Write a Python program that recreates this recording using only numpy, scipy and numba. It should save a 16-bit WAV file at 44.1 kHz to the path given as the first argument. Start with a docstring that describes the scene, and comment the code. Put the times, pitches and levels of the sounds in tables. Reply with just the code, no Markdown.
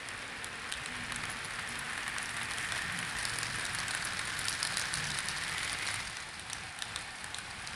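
"""A model railway club layout in a hall, heard close up from its edge through a phone microphone.
At first a railcar rolls steadily, gears buzz, and a goods train drones dully on the far side of the layout.
The goods train swells, its locomotive hums past at 3.5 s and its wagons clack over the points close by.
After 6 s its tail is soon gone and the railcar is left. Rough wheel treads make the roar, rattle and ring;
blows at joints make the clicks; the baseboard booms below, and shaft and gears supply the tones."""
import sys
import numpy as np
from scipy import signal
from scipy.fft import rfft, irfft
from scipy.io import wavfile
from numba import njit

SR = 44100
rng = np.random.default_rng(int(sys.argv[2]) if len(sys.argv) > 2 else 0)


def pcm_store(signal):
    """Save signal as 16-bit PCM."""
    levels = np.round(np.clip(np.atleast_2d(signal), -1, 1) * 32767)
    wavfile.write(sys.argv[1], SR, levels.astype(np.int16).T)


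N = 341775  # 7.75 s
TIME = np.arange(N) / SR

# Colours of the plastic bodies, the rattling bogies and the ringing wheels: pitch_hz, level_db (per Hz)
ROAR_COLOUR = [(150, -22), (300, -10), (450, -13), (620, -9.5), (800, -8), (1050, -5), (1700, 0),
               (2000, -2), (2400, -2), (2800, -7), (3600, -11), (6000, -30), (16000, -74.5)]
RATTLE_COLOUR = [(1200, -30.5), (2400, -6.5), (3000, 1.5), (3900, 4), (5000, 2), (6200, -5), (7600, -7),
                 (9000, -5), (11000, -49), (16000, -73)]
RING_COLOUR = [(4000, -31.5), (7000, -2), (8500, 3.5), (9200, 4.5), (9850, 8), (10400, 1), (11200, -5),
               (12000, -19), (13000, -45.5)]
# Ringing pitch of the nearest wagon's shell, used as far as the goods train is close: start_s, pitch_hz
WAGON_SHELL_PITCH = [(2.0, 1850), (3.0, 1780), (3.9, 1650), (4.7, 1594), (5.3, 1820), (5.8, 2130)]
RAILCAR_SHELL_HZ, RAILCAR_HOLLOW_HZ = 1650, 787
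SHELL_NEAR_DB, SHELL_FAR_DB = -2.5, -11.5  # over the roar, goods train abreast and away
HOLLOW_DB = -55.5  # the railcar's hollow body, before the roar is rescaled
HOLLOW_HELD_DB = -6  # added to it until the goods train has gone by


def rolling(roar_db, rattle_db, ring_db):
    """Tread roughness shakes the bodies, rattles the bogies and rings the wheels; the load on them wavers."""
    load = walk(24)
    near = closeness()
    shell_hz = RAILCAR_SHELL_HZ + (curves(WAGON_SHELL_PITCH)[0] - RAILCAR_SHELL_HZ) * near
    shell_db = SHELL_FAR_DB + (SHELL_NEAR_DB - SHELL_FAR_DB) * near ** 4
    hollow_db = HOLLOW_DB - roar_db + HOLLOW_HELD_DB * abreast(0, 0)

    # ticks stand out of the hiss only when the wheels are close
    ticks = specks(rate=110, spread_db=10.5) * unit(undb(0.58 * rattle_db))
    force = bumps(rate=5000, spread_db=2.5) + 0.5 * ticks
    shell = unit(resonate(bumps(rate=600, spread_db=1.0), shell_hz, 270.0))
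    hollow_hz = np.full(N, float(RAILCAR_HOLLOW_HZ))
    hollow = unit(resonate(bumps(rate=2500, spread_db=2.0), hollow_hz, 145.0))
    bodies = unit(colour(force, ROAR_COLOUR)) + undb(shell_db) * shell + undb(hollow_db) * hollow
    roar = unit(bodies) * undb(roar_db + 0.5 + 0.44 * load + 0.74 * walk(130))

    hiss = rng.standard_normal(N)
    rattle = unit(colour(0.85 * ticks + hiss, RATTLE_COLOUR)) * undb(rattle_db - 1.93 + 0.45 * load)
    scrape = rng.standard_normal(N) * undb(0.59 * walk(170))
    ring = unit(colour(0.96 * ticks + scrape, RING_COLOUR)) * undb(ring_db - 1.2 + 0.95 * load)
    return roar + rattle + ring


def bumps(rate, spread_db):
    """Tiny impacts of rough treads on the rail: mostly weak, a few stronger; rate is per second."""
    hit = rng.random(N) < rate / SR
    strength = np.minimum(rng.exponential(size=N), 3.8)
    sign = np.sign(rng.standard_normal(N))
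    return unit(hit * sign * undb(spread_db * strength))


def specks(rate, spread_db):
    """Grit and small flaws under the many wheels: each tick scrapes for a moment and rings at its own pitch."""
    out, size = np.zeros(N), 512
    t = np.arange(size) / SR
    for when, strength, pitch, length in rng.random((int(rate * N / SR), 4)):
        scrape = rng.standard_normal(size) * np.exp(-t / (0.0011 + 0.0043 * length))
        ring = resonate(scrape, np.full(size, 2500 + 8300 * pitch), 620.0)
        tick = unit(scrape) + 0.5 * unit(ring)
        add(out, when * N / SR, tick * undb(spread_db * strength ** 2))
    return unit(out)


# Rolling parts before trims and brief changes:
# railcar_db, goods_abreast_db, reached_s, rise_db_per_s (until then)
ROAR_PASS = (-47, -41.5, 2.5, 1.5)
RATTLE_PASS = (-50.5, -43, 4, 4)
RING_PASS = (-55.5, -49.5, 2.5, 6.5)
RUMBLE_PASS = (-59, -52, 3, 4.5)
LAST_WAGON_S, LEAVE_DB_PER_S = 5.99, 27.5


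def abreast(reached_s, rise_db_per_s):
    """Gain of the goods train: it swells, holds while the wagons pass, and drops behind the last one."""
    rise_db = -rise_db_per_s * np.maximum(reached_s - TIME, 0)
    leave_db = -LEAVE_DB_PER_S * np.maximum(TIME - LAST_WAGON_S, 0)
    return undb(rise_db + leave_db)


def closeness():
    """How close the goods train is, from 0 to 1, following the rise and fall of its roar."""
    return abreast(*ROAR_PASS[2:])


def both_trains(railcar_db, goods_db, reached_s, rise_db_per_s):
    """Level in dB of the steady railcar and the passing goods train, their powers added."""
    goods = undb(goods_db) * abreast(reached_s, rise_db_per_s)
    return 20 * np.log10(np.hypot(undb(railcar_db), goods))


# Brief changes in the level of the rolling sound and of the low rumble: peak_s, width_s, roar_db, board_db
LEVEL_CHANGES = [(1.154, 0.54, 1.0, 7), (1.733, 0.22, 0.5, 5), (5.048, 0.14, 1, 3.5),
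                 (6.092, 0.11, -0.3, 0.5), (6.58, 0.23, 3, 6), (6.94, 0.24, 3, 4.5), (7.65, 0.96, 3, 6)]


def level_changes():
    """Brief smooth changes, in dB, of the rolling sound and of the low rumble."""
    total = np.zeros((2, N))
    for s, width_s, roar_db, board_db in LEVEL_CHANGES:
        shape = np.exp(-(2 * (TIME - s) / width_s) ** 2)
        total += np.outer([roar_db, board_db], shape)
    return total


# Bogies striking joints and points, levels before trims:
# start_s, clack_level_db, clack_pitch_hz, ring_level_db, ring_pitch_hz, knock_level_db
JOINT_BLOWS = [(0.0868, -41.5, 5200, -40, 8950, -44), (0.4438, -40, 3050, -35.5, 10100, -50),
               (0.717, -39, 3000, -46, 9400, -46.5), (0.7229, -31, 3470, -35, 9400, -34),
               (0.7372, -36, 3620, -46, 8450, -53), (0.8591, -36.5, 3270, -39.5, 8000, -37),
               (1.1207, -38.5, 3980, -41, 11000, -32), (1.1598, -43, 6450, -35.5, 10200, -38.5),
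               (1.2366, -44, 3000, -45, 9500, -33.5), (1.2533, -39.5, 3350, -42, 9900, -43),
               (1.977, -43, 4080, -46, 9950, -35), (2.0784, -40, 2950, -39, 9500, -33.5),
               (2.183, -36, 2900, -37.5, 8500, -40), (2.4121, -40, 3530, -52, 9400, -33.5),
               (2.5832, -35.5, 3300, -42, 8600, -49), (2.7209, -33, 3420, -37.0, 9150, -30.5),
               (2.9887, -37, 2950, -36.5, 9700, -38), (3.1854, -41, 4800, -38, 9600, -43),
               (3.2519, -29.5, 4450, -32.5, 9250, -36), (3.3859, -35, 4840, -32.5, 9250, -35),
               (3.4303, -33, 4850, -36, 8950, -35), (3.6523, -35, 3940, -38.5, 9900, -41.0),
               (3.7477, -42, 3250, -34.5, 10200, -41), (3.786, -34.5, 4080, -47, 10150, -35),
               (3.8813, -39.5, 6300, -36, 8200, -39), (3.9082, -35, 4250, -40, 9550, -33.5),
               (3.9485, -49.5, 5650, -33, 10100, -31.5), (4.1926, -35.5, 4250, -39, 9250, -37),
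               (4.4533, -42, 4500, -36, 10200, -46), (4.483, -26.5, 5150, -36, 10200, -47),
               (4.6282, -26.5, 4340, -30.5, 9400, -37), (4.6499, -33, 4250, -33, 9900, -34),
               (4.7701, -27.5, 4740, -32.5, 9300, -34), (4.7803, -39, 3900, -34, 9900, -35),
               (4.795, -36, 4430, -34, 9400, -51), (4.9391, -32.5, 4300, -30.5, 9300, -50),
               (4.9552, -37, 4800, -43, 9500, -46), (5.104, -35.5, 3530, -40, 7960, -43),
               (5.117, -36.0, 3800, -48, 9650, -46.5), (5.1871, -36, 3750, -31, 9600, -34),
               (5.2854, -31.5, 4180, -36, 9500, -52), (5.5807, -33.5, 2950, -41, 10750, -44),
               (5.6303, -37, 4050, -39.5, 9300, -36), (5.6768, -38, 3150, -43, 8250, -40),
               (5.696, -34, 5100, -44, 9850, -49), (5.7296, -37, 3850, -34.5, 9400, -35),
               (5.8726, -33, 4100, -44.0, 9060, -45.0), (5.8865, -37, 4190, -41, 9400, -34.5),
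               (5.9414, -43, 4680, -34.5, 9400, -34), (6.169, -39.5, 5850, -46, 9450, -44.5),
               (6.395, -42, 3930, -43, 9500, -49), (6.4984, -40.5, 3950, -42, 8400, -46),
               (6.531, -33.5, 5800, -37, 9400, -44), (6.7887, -42.5, 3150, -41.5, 8880, -58),
               (6.8215, -30.5, 3740, -39, 9850, -34), (6.96, -32, 3800, -36, 8500, -34.5),
               (7.2422, -43, 4400, -38.5, 9700, -38.5), (7.3445, -33, 4140, -43, 8050, -42),
               (7.3844, -45, 4700, -38, 9700, -38), (7.673, -35.5, 4500, -48, 9450, -50)]
# The clearest flanges nicking the rail, level before its trim: start_s, level_db
FLANGE_PINGS = [(1.3013, -34.5), (1.3154, -35), (1.4473, -33.5), (1.6893, -34), (1.7898, -31),
                (2.2272, -32.5), (2.43, -34.5), (4.05, -26.5), (4.39, -27.5), (4.4927, -26.5)]
# The heaviest jolts of couplings and plastic bodies, level before its trim: start_s, level_db, pitch_hz
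COUPLING_JOLTS = [(1.1058, -37, 1590), (1.291, -36, 1670), (1.5887, -34, 1285), (2.064, -33, 1750),
                  (2.1627, -32.5, 1707), (2.383, -37, 1695), (2.511, -34, 1753), (2.765, -34, 1080),
                  (2.8975, -33, 1755), (3.027, -36, 1650), (3.935, -35, 1950), (5.428, -35.5, 1706),
                  (5.546, -35, 1700), (5.747, -33.5, 1300)]
# Colour of a flange's ping on the rail: pitch_hz, level_db (per Hz)
PING_COLOUR = [(4000, -25), (7500, -9), (9000, -16), (9900, 7.5), (11200, -6), (13000, -24), (15000, -42)]
PING_TRIM_DB, JOLT_TRIM_DB = -6, -1
# lighter blows by chance: rate per s, top level_db before the effect of closeness, range_db
SMALL_CLACKS, SMALL_PINGS, SMALL_JOLTS = (17, -39.5, 9), (8.7, -43, 21), (5.5, -38.5, 5.4)
BOGIE_RANGE_HZ, WHEEL_RANGE_HZ = (3000, 6200), (8300, 10300)  # pitches of the light clacks
WAGONS_ON_POINTS_S = (3.2, 5.3)
HEAVY_CLACK_DB = -31  # wagon clacks above this table level are followed by the bogie's second axle
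AXLE_LAG_S, AXLE_DB = 0.0436, -7.5


def impacts():
    """Axles cross the joints; flanges ping, bogies tick and couplings jolt in between."""
    out = np.zeros(N)
    first_s, last_s = WAGONS_ON_POINTS_S
    for s, *drop in JOINT_BLOWS:
        wagon = first_s < s < last_s
        add(out, s, wheel_drop(*drop, bogie=WAGON_CLACK_COLOUR if wagon else CLACK_COLOUR))
        if wagon and drop[0] > HEAVY_CLACK_DB:
            second_axle = wheel_drop(*drop, bogie=WAGON_CLACK_COLOUR)
            add(out, s + AXLE_LAG_S, second_axle * undb(AXLE_DB))
    for s, db, hz in COUPLING_JOLTS:
        jolt = strike(KNOCK_COLOUR, hz, *BODY_MODE, BODY_DECAY_S)
        add(out, s, jolt * undb(db + JOLT_TRIM_DB))
    for s, db in by_chance(*SMALL_CLACKS):
        clack_hz, ring_hz = rng.uniform(*BOGIE_RANGE_HZ), rng.uniform(*WHEEL_RANGE_HZ)
        add(out, s, wheel_drop(db, clack_hz, db - 3.5, ring_hz, db - 1.5, bogie=CLACK_COLOUR))
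    clear_pings = [(s, db + PING_TRIM_DB) for s, db in FLANGE_PINGS]
    for s, db in clear_pings + by_chance(*SMALL_PINGS):
        add(out, s, blow(PING_COLOUR, chatter=0.33, decay_s=0.0041) * undb(db))
    for s, db in by_chance(*SMALL_JOLTS):
        add(out, s, blow(KNOCK_COLOUR, chatter=0.17, decay_s=0.0049) * undb(db))
    return out


def by_chance(rate, top_db, range_db):
    """Random rows of start_s and level_db, louder while the goods train is close."""
    near = closeness()
    rows = []
    for when, weak in rng.random((256, 2))[:int(rate * N / SR)]:
        near_db = 20 * np.log10(0.035 + near[int(when * N)] ** 3)
        rows.append((when * N / SR, top_db - range_db * weak + near_db))
    return rows


# Colours of a struck bogie, a goods wagon's bogie on the points, a struck wheel and a knocked body:
# pitch_hz, level_db (per Hz)
CLACK_COLOUR = [(1200, -23), (2300, -8.5), (3200, 1.5), (5200, -3), (7200, -5.5), (9000, -10), (15000, -52)]
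WAGON_CLACK_COLOUR = [(1200, -29), (3100, -6), (3800, -1), (5600, -1.5), (6200, -8.5), (7100, -5.5),
                      (8200, -10), (15000, -41)]
WHEEL_COLOUR = [(5500, -17), (7800, -3), (10000, -1.5), (11200, -9), (12500, -21), (15000, -52)]
KNOCK_COLOUR = [(200, -12), (1200, 6), (1700, 5), (3000, 2), (16000, -37)]
# ringing of a struck part: width_hz, level_db over its broad colour
CLACK_MODE, WHEEL_MODE, BODY_MODE = (720, -3.5), (520, -1), (340, -2)
METAL_DECAY_S, BODY_DECAY_S = 0.0014, 0.003  # scraping after a blow on metal and on a plastic body
CLACK_TRIM_DB, RING_TRIM_DB, KNOCK_TRIM_DB = -1, -0.5, -1


def wheel_drop(clack_db, clack_hz, ring_db, ring_hz, knock_db, bogie):
    """One wheel drops into a gap: the bogie clacks, the wheel rings, the body knocks."""
    clack = strike(bogie, clack_hz, *CLACK_MODE, METAL_DECAY_S) * undb(clack_db + CLACK_TRIM_DB)
    ring = strike(WHEEL_COLOUR, ring_hz, *WHEEL_MODE, METAL_DECAY_S) * undb(ring_db + RING_TRIM_DB)
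    knock = strike(KNOCK_COLOUR, RAILCAR_SHELL_HZ, *BODY_MODE, BODY_DECAY_S) * undb(knock_db + KNOCK_TRIM_DB)
    return clack + ring + knock


DROP_S, SCRAPE = 0.0008, 0.33  # a wheel's fall into the gap; size of the scrape against the snap


def strike(points, hz, width_hz, mode_db, decay_s, size=1024):
    """A contact scrapes, snaps and settles, ringing a part at its own pitch; rms 1 when averaged over 5 ms."""
    t = np.arange(size) / SR
    contact = np.minimum(t / DROP_S, 1) ** 2 * np.exp(-np.maximum(t - DROP_S, 0) / decay_s)
    snap = np.arange(size) == int(DROP_S * SR)
    broad = colour(snap + SCRAPE * contact * rng.standard_normal(size), points)
    mode = resonate(broad, np.full(size, float(hz)), float(width_hz))
    return unit_blow(unit(broad) + undb(mode_db) * unit(mode))


def blow(points, chatter, decay_s, size=2048):
    """A sharp contact and a brief chatter ring a part; rms 1 when averaged over 5 ms."""
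    t = np.arange(size) / SR
    force = (t == 0) + chatter * rng.standard_normal(size) * np.exp(-t / decay_s)
    return unit_blow(colour(force, points))


def unit_blow(sound):
    """Scale a blow so that its energy spread over 5 ms has rms 1."""
    return sound / np.linalg.norm(sound) * np.sqrt(SR / 200)


# Colour of the wooden baseboard: pitch_hz, level_db (per Hz)
RUMBLE_COLOUR = [(20, -12), (40, -3.5), (52, 2), (72, -3), (98, 2), (120, -2.5), (170, -1), (210, -5.5),
                 (265, -14.5), (350, -14.5), (430, -24.5), (800, -60)]
BOOM_GOODS_HZ, BOOM_RAILCAR_HZ = 148.7, 89


def baseboard():
    """The wooden table booms under the wheels, higher under the goods train than under the railcar."""
    level_db = both_trains(*RUMBLE_PASS)
    boom_hz = BOOM_RAILCAR_HZ + (BOOM_GOODS_HZ - BOOM_RAILCAR_HZ) * closeness() ** 2
    boom = unit(resonate(bumps(rate=1500, spread_db=0.5), boom_hz, 20.0))
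    rumble = unit(colour(bumps(rate=2500, spread_db=2.0), RUMBLE_COLOUR))
    return unit(rumble + 0.47 * boom) * undb(level_db + 1.0 * walk(14))


# Brief low throbs of the table and the motor: peak_s, pitch_hz, level_db
LOW_THROBS = [(0.77, 65, -57), (0.97, 237, -56), (2.48, 116.3, -54), (2.72, 109.8, -54),
              (2.95, 171.7, -50.5), (3.6, 120, -49), (5.04, 149, -49), (5.96, 100.2, -52), (6.58, 104, -59)]
THROB_S = 0.13  # half the length of a throb


def low_throbs():
    """Brief low tones of the table and the motor, each swelling and fading at its own wavering pitch."""
    out = np.zeros(N)
    for s, hz, db in LOW_THROBS:
        tone = np.sin(2 * np.pi * hz * TIME + 0.5 * walk(25))
        throb = undb(db + 3.4 * walk(30)) * np.exp(-((TIME - s) / THROB_S) ** 2)
        out += tone * throb
    return out


# Speed of the motor shaft: start_s, pitch_hz (turns per s)
SHAFT_SPEED = [(0, 114), (0.9, 122), (1.6, 116), (2.8, 115), (3.6, 116)]
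# Gear tones: order (multiple of the shaft rate), level_db (relative)
GEAR_TONES = [(2, 1), (2.42, -7), (3, -13.5), (4, -7), (6.1, -3.5)]
# Level of the gear buzz: start_s, level_db
BUZZ_LEVEL = [(0, -58), (0.9, -57), (2.6, -60.5), (3.5, -59), (4.2, -69), (6.5, -67)]
# the locomotive passes, the time it takes to travel its closest distance, and its hum there
LOCO_S, LOCO_NEAR_S, HUM_DB = 3.5, 0.98, -56
SHAFT_WOBBLE = 0.02  # fraction of the speed


def motor():
    """An unbalanced shaft hums, loudest as the locomotive passes; its gears buzz and fade once it has gone by."""
    distance_db = -10 * np.log10(1 + ((TIME - LOCO_S) / LOCO_NEAR_S) ** 2)
    turns_per_s = curves(SHAFT_SPEED)[0] * (1 + SHAFT_WOBBLE * walk(25))
    phase = 2 * np.pi * np.cumsum(turns_per_s) / SR
    hum = np.sin(phase) * undb(2.4 * walk(15))
    gears = sum(undb(db + 4.0 * walk(14)) * np.sin(order * phase) for order, db in GEAR_TONES)
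    return unit(hum) * undb(HUM_DB + distance_db) + unit(gears) * undb(curves(BUZZ_LEVEL)[0])


# Colour of far wheels heard only as a dull drone through the hall: pitch_hz, level_db (per Hz)
DRONE_COLOUR = [(120, -17), (240, 6), (330, -3), (450, 6), (600, 2.5), (1200, -39.5)]
DRONE_START_DB, DRONE_FADE_DB_PER_S = -58.5, 5.5


def drone():
    """The goods train on the far side of the layout, fading as it comes round to the front."""
    far_wheels = unit(colour(rng.standard_normal(N), DRONE_COLOUR))
    return far_wheels * undb(DRONE_START_DB - DRONE_FADE_DB_PER_S * TIME + 2.2 * walk(6.8))


HALL_T60_S = 0.73


def hall(x, wet_db, damp_hz):
    """Diffuse echo of the hall, duller than the direct sound."""
    t = np.arange(SR) / SR
    tail = rng.standard_normal(SR) * undb(-60 * t / HALL_T60_S) * (1 - np.exp(-t / 0.00047))
    damping = signal.butter(1, min(damp_hz, SR / 3), fs=SR, output="sos")
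    tail = signal.sosfilt(damping, tail / np.linalg.norm(tail))
    return x + undb(wet_db) * signal.fftconvolve(x, tail)[:N]


def undb(db):
    """Decibels to gain."""
    return 10 ** (np.asarray(db) / 20)


def unit(x):
    """Scale to rms 1."""
    return x / np.sqrt(np.mean(x ** 2))


def curves(table):
    """The columns of a timed table, one value a sample."""
    s, *columns = np.transpose(table)
    return [np.interp(TIME, s, c) for c in columns]


def walk(rate):
    """Slow random wavering of rms 1, through a fresh value this many times per second."""
    steps = rng.standard_normal(2048)
    return unit(np.interp(TIME * rate, np.arange(len(steps)), steps))


def response(points, size=4096):
    """Causal impulse response with the given colour and energy 1."""
    hz, db = np.transpose(points)
    f = np.maximum(np.fft.rfftfreq(size, 1 / SR), 1)
    gain = undb(np.interp(np.log(f), np.log(hz), db))
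    # folding the cepstrum onto positive time gives minimum phase
    cepstrum = irfft(np.log(gain))
    cepstrum[1:size // 2] *= 2
    cepstrum[size // 2 + 1:] = 0
    h = irfft(np.exp(rfft(cepstrum)))
    return h / np.linalg.norm(h)


def colour(x, points):
    """Pass a force through a body with the given colour."""
    return signal.fftconvolve(x, response(points))[:len(x)]


@njit
def resonate(x, hz, width):
    """Band-pass (state-variable filter) whose centre may move every sample; hz and width in Hz."""
    y, band, low = np.empty(len(x)), 0., 0.
    for i in range(len(x)):
        g, k = np.tan(np.pi * hz[i] / SR), width / hz[i]
        v = (band + g * (x[i] - low)) / (1 + g * (g + k))
        band, low, y[i] = 2 * v - band, low + 2 * g * v, k * v
    return y


def add(out, s, sound):
    """Mix a sound in at a time."""
    part = out[max(int(s * SR), 0):][:len(sound)]
    part += sound[:len(part)]


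def scene():
    """Wheels, joints, table and motor, heard from the edge of the layout."""
    roar_change_db, board_change_db = level_changes()
    levels_db = [both_trains(*part) + roar_change_db for part in (ROAR_PASS, RATTLE_PASS, RING_PASS)]
    wheels = hall(rolling(*levels_db), wet_db=-9, damp_hz=2980)
    clicks = hall(impacts(), wet_db=-5, damp_hz=4480)
    rumble = baseboard() * undb(board_change_db)
    return (wheels + clicks + rumble + low_throbs() + motor() + drone())[None]


def record(dry):
    """The phone cuts the top, steeply above 15.4 kHz."""
    return signal.sosfilt(signal.ellip(8, 0.2, 70, 15400, fs=SR, output="sos"), dry)


dry = scene()
out = record(dry)
pcm_store(out)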